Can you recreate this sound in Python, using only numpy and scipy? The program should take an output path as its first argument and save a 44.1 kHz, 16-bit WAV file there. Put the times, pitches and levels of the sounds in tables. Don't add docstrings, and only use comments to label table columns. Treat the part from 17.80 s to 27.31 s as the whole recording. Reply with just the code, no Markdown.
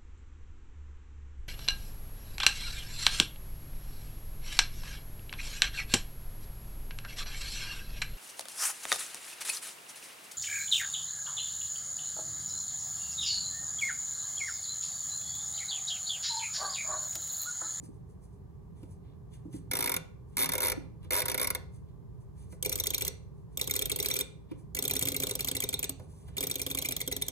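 import sys
import numpy as np
from scipy import signal
from scipy.fft import rfft, irfft
from scipy.io import wavfile
from scipy.ndimage import uniform_filter1d

SR = 44100
rng = np.random.default_rng(int(sys.argv[2]) if len(sys.argv) > 2 else 0)


def unload_audio(sound):
    columns = np.transpose(np.atleast_2d(sound))
    steps = np.round(np.clip(columns, -1, 1) * 32767)
    wavfile.write(sys.argv[1], SR, steps.astype(np.int16))


N = 419391

# (frequency [Hz], t60 [ms], build-up [ms], then the relative
# level [dB] when struck by tooth, pawl, slip, slap, rub, bump)
CASE = [(159, 160, 10, -11, -2, -9.5, -12.5, -44, 2), (270.3, 154, -2.5, -7, 7, 6.5, -4, -39, 0.5),
        (342.6, 54, 2, -8, -4, -3, -5, -44, -5), (400, 58, -1, -6, -4, -7, 3, -41.5, -23),
        (534.5, 100, 10, -6, -2, -12.5, -7.5, -47.5, -12.5), (626, 38, 4, -3, -3, -6.5, -7.5, -47.5, -22.5),
        (939, 85, -1.5, -11, -21.5, -32, -17.5, -38, -23),
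        (1099, 19, 18.5, -14, -15.5, -24, -25.5, -44.5, -31.5),
        (1367, 38, 3, -8.5, -17, -16.5, -17, -37.5, -22.5),
        (1707, 10, 12, -19.5, -21, -25.5, -24, -36.5, -41),
        (2134.6, 31, 2.5, -9.5, -21.5, -3.5, -22.5, -36, -36.5),
        (2228, 30, 9.5, -8.5, -10.5, 1, -29, -31.5, -40),
        (3323, 9.3, 0.94, -19, -7.5, -16.5, -16.5, -48.5, -50),
        (3546, 18, 4.9, -16.5, -12.5, -38.5, -5, -42.5, -46.5),
        (3670, 25, 1.55, -15.5, -4, -17.5, 2, -39.5, -37),
        (4480, 24, -0.5, -14.5, -10, -18, -9, -32.5, -45),
        (5348, 21, 0.5, -14, -15, -27.5, -17.5, -33, -40.5), (5840, 35, 2, -12, -5.5, -9.5, -1, -30.5, -40),
        (6256, 30, -12, -17.5, -7.5, -26.5, -14, -24.5, -29.5),
        (6723, 19, 1.5, -16.5, -4, -8, -1, -38, -43), (7476, 17, -4, -16.5, -12.5, -16, -31.5, -23, -34.5),
        (8060, 11.2, -0.5, -6, 4, 9, 2, -22.5, -39.5), (8630, 15.4, -1, -4, -1, -11, -6, -12.5, -34.5),
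        (9416, 17, 0.5, -9.5, -5.5, -5.5, -2, -24, -37),
        (10640, 18, 1, -7.5, -11.5, -21.5, -19, -31, -39.5),
        (11290, 12.8, 0.5, 0.5, -9, -15.5, -10, -33.5, -45),
        (11880, 22, 0.5, -8, -3.5, -8.5, -12.5, -27, -43.5), (12740, 4, -13, -9.5, -7, -29, -9, -50.5, -46),
        (13840, 54, -7.5, -17.5, 4.5, -9.5, -3, -44, -47),
        (14190, 12, -4, -7.5, -7.5, -13.5, -5, -36, -59.5),
        (14590, 20, -3, -12.5, -8, -15, -16, -30, -49.5),
        (14910, 26, -5, -23.5, -9, -19, -13.5, -43.5, -35)]
(CASE_HZ, CASE_T60_MS, CASE_RISE_MS,
 TOOTH_MODES_DB, PAWL_MODES_DB, SLIP_MODES_DB, SLAP_MODES_DB, SKIN_MODES_DB, BUMP_MODES_DB) = np.transpose(CASE)
MINOR_HZ = 450 + 15800 * (np.arange(1, 100) * (np.sqrt(5) - 1) / 2 % 1) ** 1.6
# (frequency [Hz], phase [rad])
LEAD_ALARM = [(600, 0.12), (945, 0.54), (1110, .01), (1400, 2.214), (2170, 0.29), (3320, 2.88), (3700, 5.8),
              (4500, 3.88), (5800, 4.42), (6800, 2 * np.pi)]
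LEAD_DRUM = [(600, 0.37), (945, 1.9), (1110, 1.2), (1400, 2.1), (2170, 1.46), (3320, 5.08), (3700, 4.05),
             (4500, 4.362), (5800, 8.05), (6800, 2 * np.pi)]
# (gain [dB], contact [ms], rattle decay [ms], rattle level [dB],
# bounce delay [ms], bounce level [dB], minor modes [dB])
PAWL = (5, -0.0156, 1.84, -11.5, 2.5, -3.5, -7)


def undb(db):
    return 10 ** (np.asarray(db) / 20)


def on_log(hz, table):
    points_hz, values = np.transpose(table)
    return np.interp(np.log(np.maximum(hz, 1)), np.log(np.maximum(points_hz, 1)), values)


def ports(count):
    # (frequency [Hz], likeness [0-1])
    likeness = [(60, 1), (400, 0), (950, 0.59), (1400, 0.01), (6000, 0.1), (9000, 0.5), (13000, 0)]
    hz = np.arange(count // 2 + 1) * SR / count
    alike = np.clip(on_log(hz, likeness), 0, 1)
    weights = np.sqrt([(1 + alike) / 2, (1 - alike) / 2])
    mid, side = rfft(rng.standard_normal((2, count))) * weights
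    return hz, np.array([mid + side, mid - side])


def air():
    # (frequency [Hz], relative level [dB per Hz])
    spectrum = [(15, -55.5), (25, -39), (49, -1.5), (124, -3), (167, -7), (245, -26.5), (360, -28.5),
                (397, -20.5), (435, -26), (520, -37), (831, -39), (1180, -42), (1320, -53), (1550, -52),
                (2600, -62.5), (15200, -67), (16500, -69.5)]
    # (time [s], level [dB])
    swell = [(0.0, -47), (0.74, -49.5), (1.11, -46.5), (1.32, -48), (1.91, -46), (2.59, -48), (2.89, -45.5),
             (4.08, -46.5), (5.06, -44), (5.75, -47.5), (5.96, -44), (6.7, -50), (7.36, -43.5),
             (7.63, -46.5), (8.16, -48.5), (8.48, -46), (8.84, -48), (9.51, -47)]
    waver_db, waver_per_s = 0.5, 5.7
    hz, noise = ports(count=N)
    noise = noise * undb(on_log(hz, spectrum))
    low_share = 1 / (1 + (hz / 220) ** 4)
    low = irfft(noise * low_share, N)
    high = irfft(noise * (1 - low_share), N)
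    t = np.arange(N) / SR
    waver = np.interp(t * waver_per_s, np.arange(200), rng.standard_normal(200))
    low_db = np.interp(t, *np.transpose(swell)) + waver_db * waver
    return (low * undb(low_db) + high * undb(-40)) / low.std()


def ring(strike_db, minor_db, lead):
    minor_t60_share = 0.68
    far_peaks_db = -7
    strong = np.arange(len(CASE_HZ) + len(MINOR_HZ)) < len(CASE_HZ)
    t60_ms, rise_ms, db = (np.r_[v, np.interp(MINOR_HZ, CASE_HZ, v)]
                           for v in (CASE_T60_MS, CASE_RISE_MS, strike_db))
    t60_ms = t60_ms * np.where(strong, 1, minor_t60_share)
    db = db + np.where(strong, 0, minor_db)
    hz = np.r_[CASE_HZ, MINOR_HZ][:, None]
    ms = np.arange(int(.15 * SR)) * 1000 / SR
    build_up = (1 - np.exp(-ms / np.maximum(rise_ms, .22)[:, None])) ** 2
    envelope = np.exp(-np.log(1000) * ms / t60_ms[:, None]) * build_up
    signs = (-1) ** np.arange(len(db))
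    envelope *= (signs * undb(db) / envelope.sum(axis=1))[:, None]
    turn = 2 * np.pi * hz * ms / 1000
    half_lead = on_log(hz, lead) / 2
    left = envelope * np.sin(turn + half_lead)
    right = envelope * np.sin(turn - half_lead)
    walls = undb(far_peaks_db * strong) @ left
    out = np.array([left.sum(axis=0), right.sum(axis=0), walls])
    return out / np.abs(out).max()


def blows(events, kind, strike_db, lead):
    gain_db, contact_ms, rattle_ms, rattle_db, bounce_ms, bounce_db, minor_db = kind
    rattle_thin = 0.38
    ms = np.arange(int(.04 * SR)) * 1000 / SR
    noise = rng.standard_normal((len(events), len(ms)))
    force = undb(rattle_db) * np.exp(-ms / rattle_ms) * noise
    force -= rattle_thin * uniform_filter1d(force, size=25, axis=1)
    size = np.linalg.norm(force, axis=1, keepdims=True)
    force *= size.mean() / size
    force[:, 0] += 1
    force[:, int(bounce_ms * SR / 1000)] += undb(bounce_db)
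    push = np.zeros(N + len(ms))
    for (s, db), one_force in zip(events, force):
        i = int(s * SR)
        push[i:i + len(ms)] += undb(db + gain_db) * one_force
    keep = np.exp(-1000 / SR / max(contact_ms, .002))
    push = signal.lfilter([1 - keep], [1, -keep], push)
    return signal.fftconvolve(push[None], ring(strike_db, minor_db, lead), axes=1)[:, :N]


def bumps():
    # (time [s], level before the gain [dB], nearest panel [Hz])
    knocks = [(0.028, -40, 270), (0.087, -37.5, 280), (1.03, -38, 280), (1.654, -33, 189),
              (1.678, -39, 268), (1.742, -28.5, 189), (2.973, -30, 216), (3.245, -44, 480),
              (4.721, -47.5, 400), (6.712, -28, 344), (6.78, -46, 202)]
    kind = (3, 0.48, 7, -29, 9.5, -4, -7)
    focus_db = 11
    out = 0
    for s, db, panel_hz in knocks:
        loss_db = focus_db * np.minimum(np.log2(CASE_HZ / panel_hz) ** 2, 2)
        out = out + blows([(s, db)], kind, BUMP_MODES_DB - loss_db, LEAD_ALARM)
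    return out


def fingertip_ticks():
    # (time [s], level before the gain [dB])
    taps = [(0.038, -85), (1.029, -50), (1.727, -47.5), (3.228, -54), (3.244, -48.5), (4.414, -71),
            (4.723, -44), (6.712, -44.5), (8.195, -45), (8.482, -48)]
    kind = (4.5, 0.24, 5, -0.5, 1.5, -14.5, 3.5)
    return blows(taps, kind, TOOTH_MODES_DB, LEAD_ALARM)


def rub():
    # (full from [s], held [ms], bright hiss level [dB], dull scuff level [dB])
    strokes = [(0.042, 6.7, -56, -85), (0.14, 27, -76.5, -89.5), (0.3, 9.2, -69.5, -95.5),
               (0.436, 8.7, -65, -89), (0.536, 10, -73, -97.5), (0.972, 82, -71, -79),
               (1.11, 11.7, -64, -102), (1.25, 77, -92, -77), (1.538, 8.4, -59.5, -66),
               (1.652, 10, -79, -87), (1.74, 25, -54.5, -68.5), (2.49, 10, -76, -91.5),
               (2.535, 30, -74, -78), (3.24, 6.2, -70.5, -66), (3.946, 14, -64, -81),
               (4.088, 8.2, -85, -79), (4.412, 9.1, -72.5, -96), (4.58, 61, -64.5, -76.5),
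               (4.72, 4.7, -56.5, -76), (5.57, 42, -80, -89.5), (5.73, 36, -71.5, -81.5),
               (6.712, 6.5, -76, -65), (6.792, 6.1, -65, -91), (8.2, 46, -67.5, -83), (8.3, 130, -65, -80),
               (8.483, 3.333, -61.5, -66), (8.54, 30, -79, -73)]
    rise_db_per_s, fall_db_per_s = 600, 355.5
    start, held_ms, hiss_db, scuff_db = np.transpose(strokes)[:, :, None]
    t = np.arange(0, N, 32) / SR
    before = np.maximum(start - t, 0)
    after = np.maximum(t - start - held_ms / 1000, 0)
    stroke = undb(-rise_db_per_s * before - fall_db_per_s * after)
    middle_db = -14 * np.log2(CASE_HZ / 2600) ** 2
    out = 0
    for strike_db, db in ((SKIN_MODES_DB, hiss_db), (middle_db, scuff_db)):
        grain = rng.standard_normal(N) * undb(1.9 * rng.exponential(size=N))
        noise = signal.fftconvolve(grain[None], ring(strike_db, 1.5, LEAD_ALARM), axes=1)[:, :N]
        level = np.interp(np.arange(N) / SR, t, (undb(db) * stroke).sum(axis=0))
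        out = out + noise / noise.std() * level
    return out


def even(times, db):
    scatter_db = 0.02
    return np.c_[times, db + scatter_db * rng.standard_normal(len(times))]


def alarm_ratchet():
    teeth = [1.9119, 1.9332, 1.9519, 1.9679, 1.9885, 2.0057, 2.0243, 2.0407, 2.0581, 2.0737, 2.0935, 2.1169,
             2.14, 2.1636, 2.5686, 2.5799, 2.5891, 2.5972, 2.605, 2.614, 2.6225, 2.6306, 2.6421, 2.657,
             2.6902, 2.7187, 2.7346, 2.7519, 2.7794, 2.8031, 2.8183, 2.8295, 2.8353, 2.847, 2.8566, 2.8683,
             2.8816, 2.898, 2.9177, 3.306, 3.32, 3.3309, 3.3408, 3.351, 3.3633, 3.3732, 3.3832, 3.3914,
             3.4021, 3.418, 3.4553, 3.4816, 3.497, 3.515, 3.5434, 3.5769, 3.5959, 3.6135, 3.6277, 3.6432,
             3.671, 3.702, 3.7483]
    kind = (6.5, 0.0259, 4, -10.5, 0.5, 4, -6.5)
    return blows(even(teeth, -25.5), kind, TOOTH_MODES_DB, LEAD_ALARM)


def pawl_clicks():
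    clicks = [4.8255, 4.894, 4.9553, 5.037, 5.104, 5.1796, 5.2486, 5.7723, 5.8739, 5.9372, 5.9913, 6.056,
              6.1597, 6.226, 6.2848, 6.3387, 6.389, 6.948, 7.0238, 7.0783, 7.1352, 7.1918, 7.2537, 7.3184,
              7.4002, 7.4688, 7.5526, 7.6454, 7.7133, 7.8026, 7.889, 7.9909, 8.0932, 8.6063, 8.6689, 8.7554,
              8.8639, 8.948, 9.022, 9.0867, 9.1645, 9.2757, 9.3643, 9.482]
    return blows(even(clicks, -25.5), PAWL, PAWL_MODES_DB, LEAD_DRUM)


def gears():
    # (from [s], to [s])
    twists = [(4.83, 5.28), (5.78, 6.41), (6.95, 8.09), (8.575, 9.5)]
    ticks_per_s = 30
    least_db, scatter_db = -44.5, 2.5
    chance = rng.random((int(ticks_per_s * N / SR), 2))
    s = chance[:, 0] * N / SR
    db = least_db - scatter_db * np.log(1 - chance[:, 1])
    turning = sum((s > a) & (s < b) for a, b in twists) > 0
    return blows(np.c_[s, db][turning], PAWL, PAWL_MODES_DB, LEAD_DRUM)


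def falling_cards():
    # (slap time [s], slap level before the gain [dB], fall [ms], slip level before the gain [dB])
    cards = [(4.8592, -25.5, 12, -31), (4.9257, -25, 8.9, -33.5), (4.9986, -24.5, 13.7, -35),
             (5.0687, -24, 11.7, -34.5), (5.145, -25, 9.8, -32), (5.2202, -26, 12.2, -30.5),
             (5.278, -25.5, 12.3, -36), (5.8124, -24, 19.3, -34.5), (5.9096, -24.5, 14.5, -34.5),
             (5.9626, -24, 10.4, -32.5), (6.0203, -23, 7.3, -34), (6.1162, -25, 20.7, -30),
             (6.1996, -24.5, 12, -31), (6.2589, -25, 13.6, -32.5), (6.3109, -26, 10.5, -30),
             (6.3648, -26.5, 10, -31.5), (6.4085, -25.5, 9.1, -32), (6.9884, -26, 21.54, -31),
             (7.0511, -26.5, 12.56, -32), (7.1098, -25, 14, -30.5), (7.1643, -24.5, 11.6, -30),
             (7.2237, -24, 12.8, -31), (7.2849, -24.5, 14, -29.5), (7.3638, -25, 20.5, -31.5),
             (7.4342, -25, 13.3, -31.5), (7.5099, -26.5, 17.4, -31.5), (7.606, -26.5, 15.1, -31),
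             (7.6846, -25.5, 13.3, -31), (7.7661, -27, 16.8, -31), (7.8379, -26.5, 17, -31),
             (7.9395, -26.5, 12.3, -32), (8.0414, -27.5, 13.8, -29.5), (8.5803, -28.5, 13.2, -32.5),
             (8.6367, -27, 9.6, -32), (8.7118, -26, 14.7, -32.5), (8.8156, -26.5, 22, -32.5),
             (8.9122, -29, 12, -33.5), (8.9861, -27.5, 13.6, -31.5), (9.0571, -28, 10.4, -30.5),
             (9.1212, -27, 13, -32.5), (9.213, -27, 10.8, -32), (9.3233, -26.5, 9.8, -32.5),
             (9.4212, -25.5, 7.2, -36.5)]
    slip = (6, -0.95, 4.5, -10.5, 5, -11.5, 1)
    slap = (5, -0.08, 1.5, -10.5, 5, -7, -4.5)
    slap_s, slap_db, fall_ms, slip_db = np.transpose(cards)
    slips = blows(np.c_[slap_s - fall_ms / 1000, slip_db], slip, SLIP_MODES_DB, LEAD_DRUM)
    slaps = blows(np.c_[slap_s, slap_db], slap, SLAP_MODES_DB, LEAD_DRUM)
    return slips + slaps


def room(x):
    # (centre [Hz], t60 [s], relative level [dB])
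    bands = [(323, 0.61, -17), (1060, 0.39, -18), (2530, 0.4, -22.5), (5900, 0.34, -24),
             (11630, .22, -35.5)]
    t = np.arange(int(.6 * SR)) / SR
    hz, noise = ports(count=len(t))
    centres = np.array(bands)[:, 0]
    tail = 0
    for k, (_, t60, db) in enumerate(bands):
        share = on_log(hz, np.c_[centres, np.arange(len(bands)) == k])
        decay = np.exp(-np.log(1000) * t / t60)
        tail = tail + undb(db) * irfft(noise * share, len(t)) * decay * np.sqrt(1000 / SR)
    tail = tail * np.clip(t / 0.0042, 0, 1)
    return signal.fftconvolve(x[None], tail, axes=1)[:, :N]


def scene():
    fingers = bumps() + fingertip_ticks() + rub()
    clock = alarm_ratchet() + pawl_clicks() + gears() + falling_cards()
    left, right, walls = fingers + clock
    return np.array([left, right]) + room(walls) + air()


def record(dry):
    # (frequency [Hz], level [dB])
    left_gain = [(60, -2.6), (160, -2.1), (270, -.5), (450, -1.8), (950, -.3), (2200, -1.1), (5800, -1.8),
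                 (9000, -.2), (13000, 0)]
    # (frequency [Hz], phase [rad])
    treble_lead = [(5800, 0), (6800, .8), (8200, -2.4), (9400, -4.7), (11400, -8.8), (13500, -12.6),
                   (14600, -15.3), (15800, -16.2), (16500, -19)]
    # (time [s], lag [ms])
    bass_lag = [(0, 1.08), (.9, 0.93), (1, 0), (2.71, 0.93), (2.76, 1.96), (6.8, 1.98), (7.0, 0)]
    bass_top_hz, top_hz = 746, 16100
    hz, at = np.arange(N // 2 + 1) * SR / N, np.arange(N)
    shift = np.exp(1j * on_log(hz, treble_lead))
    left = irfft(rfft(dry[0]) * undb(on_log(hz, left_gain)) * shift, N)
    bass = irfft(rfft(dry[1]) / (1 + (hz / bass_top_hz) ** 12), N)
    lag = np.interp(at / SR, *np.transpose(bass_lag)) * SR / 1000
    right = dry[1] - bass + np.interp(at - lag, at, bass)
    high_pass = signal.butter(2, 45, "high", fs=SR, output="sos")
    low_pass = signal.ellip(8, .3, 75, top_hz, fs=SR, output="sos")
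    both = signal.sosfilt(high_pass, np.array([left, right]))
    return signal.sosfilt(low_pass, both)


dry = scene()
out = record(dry)
unload_audio(out)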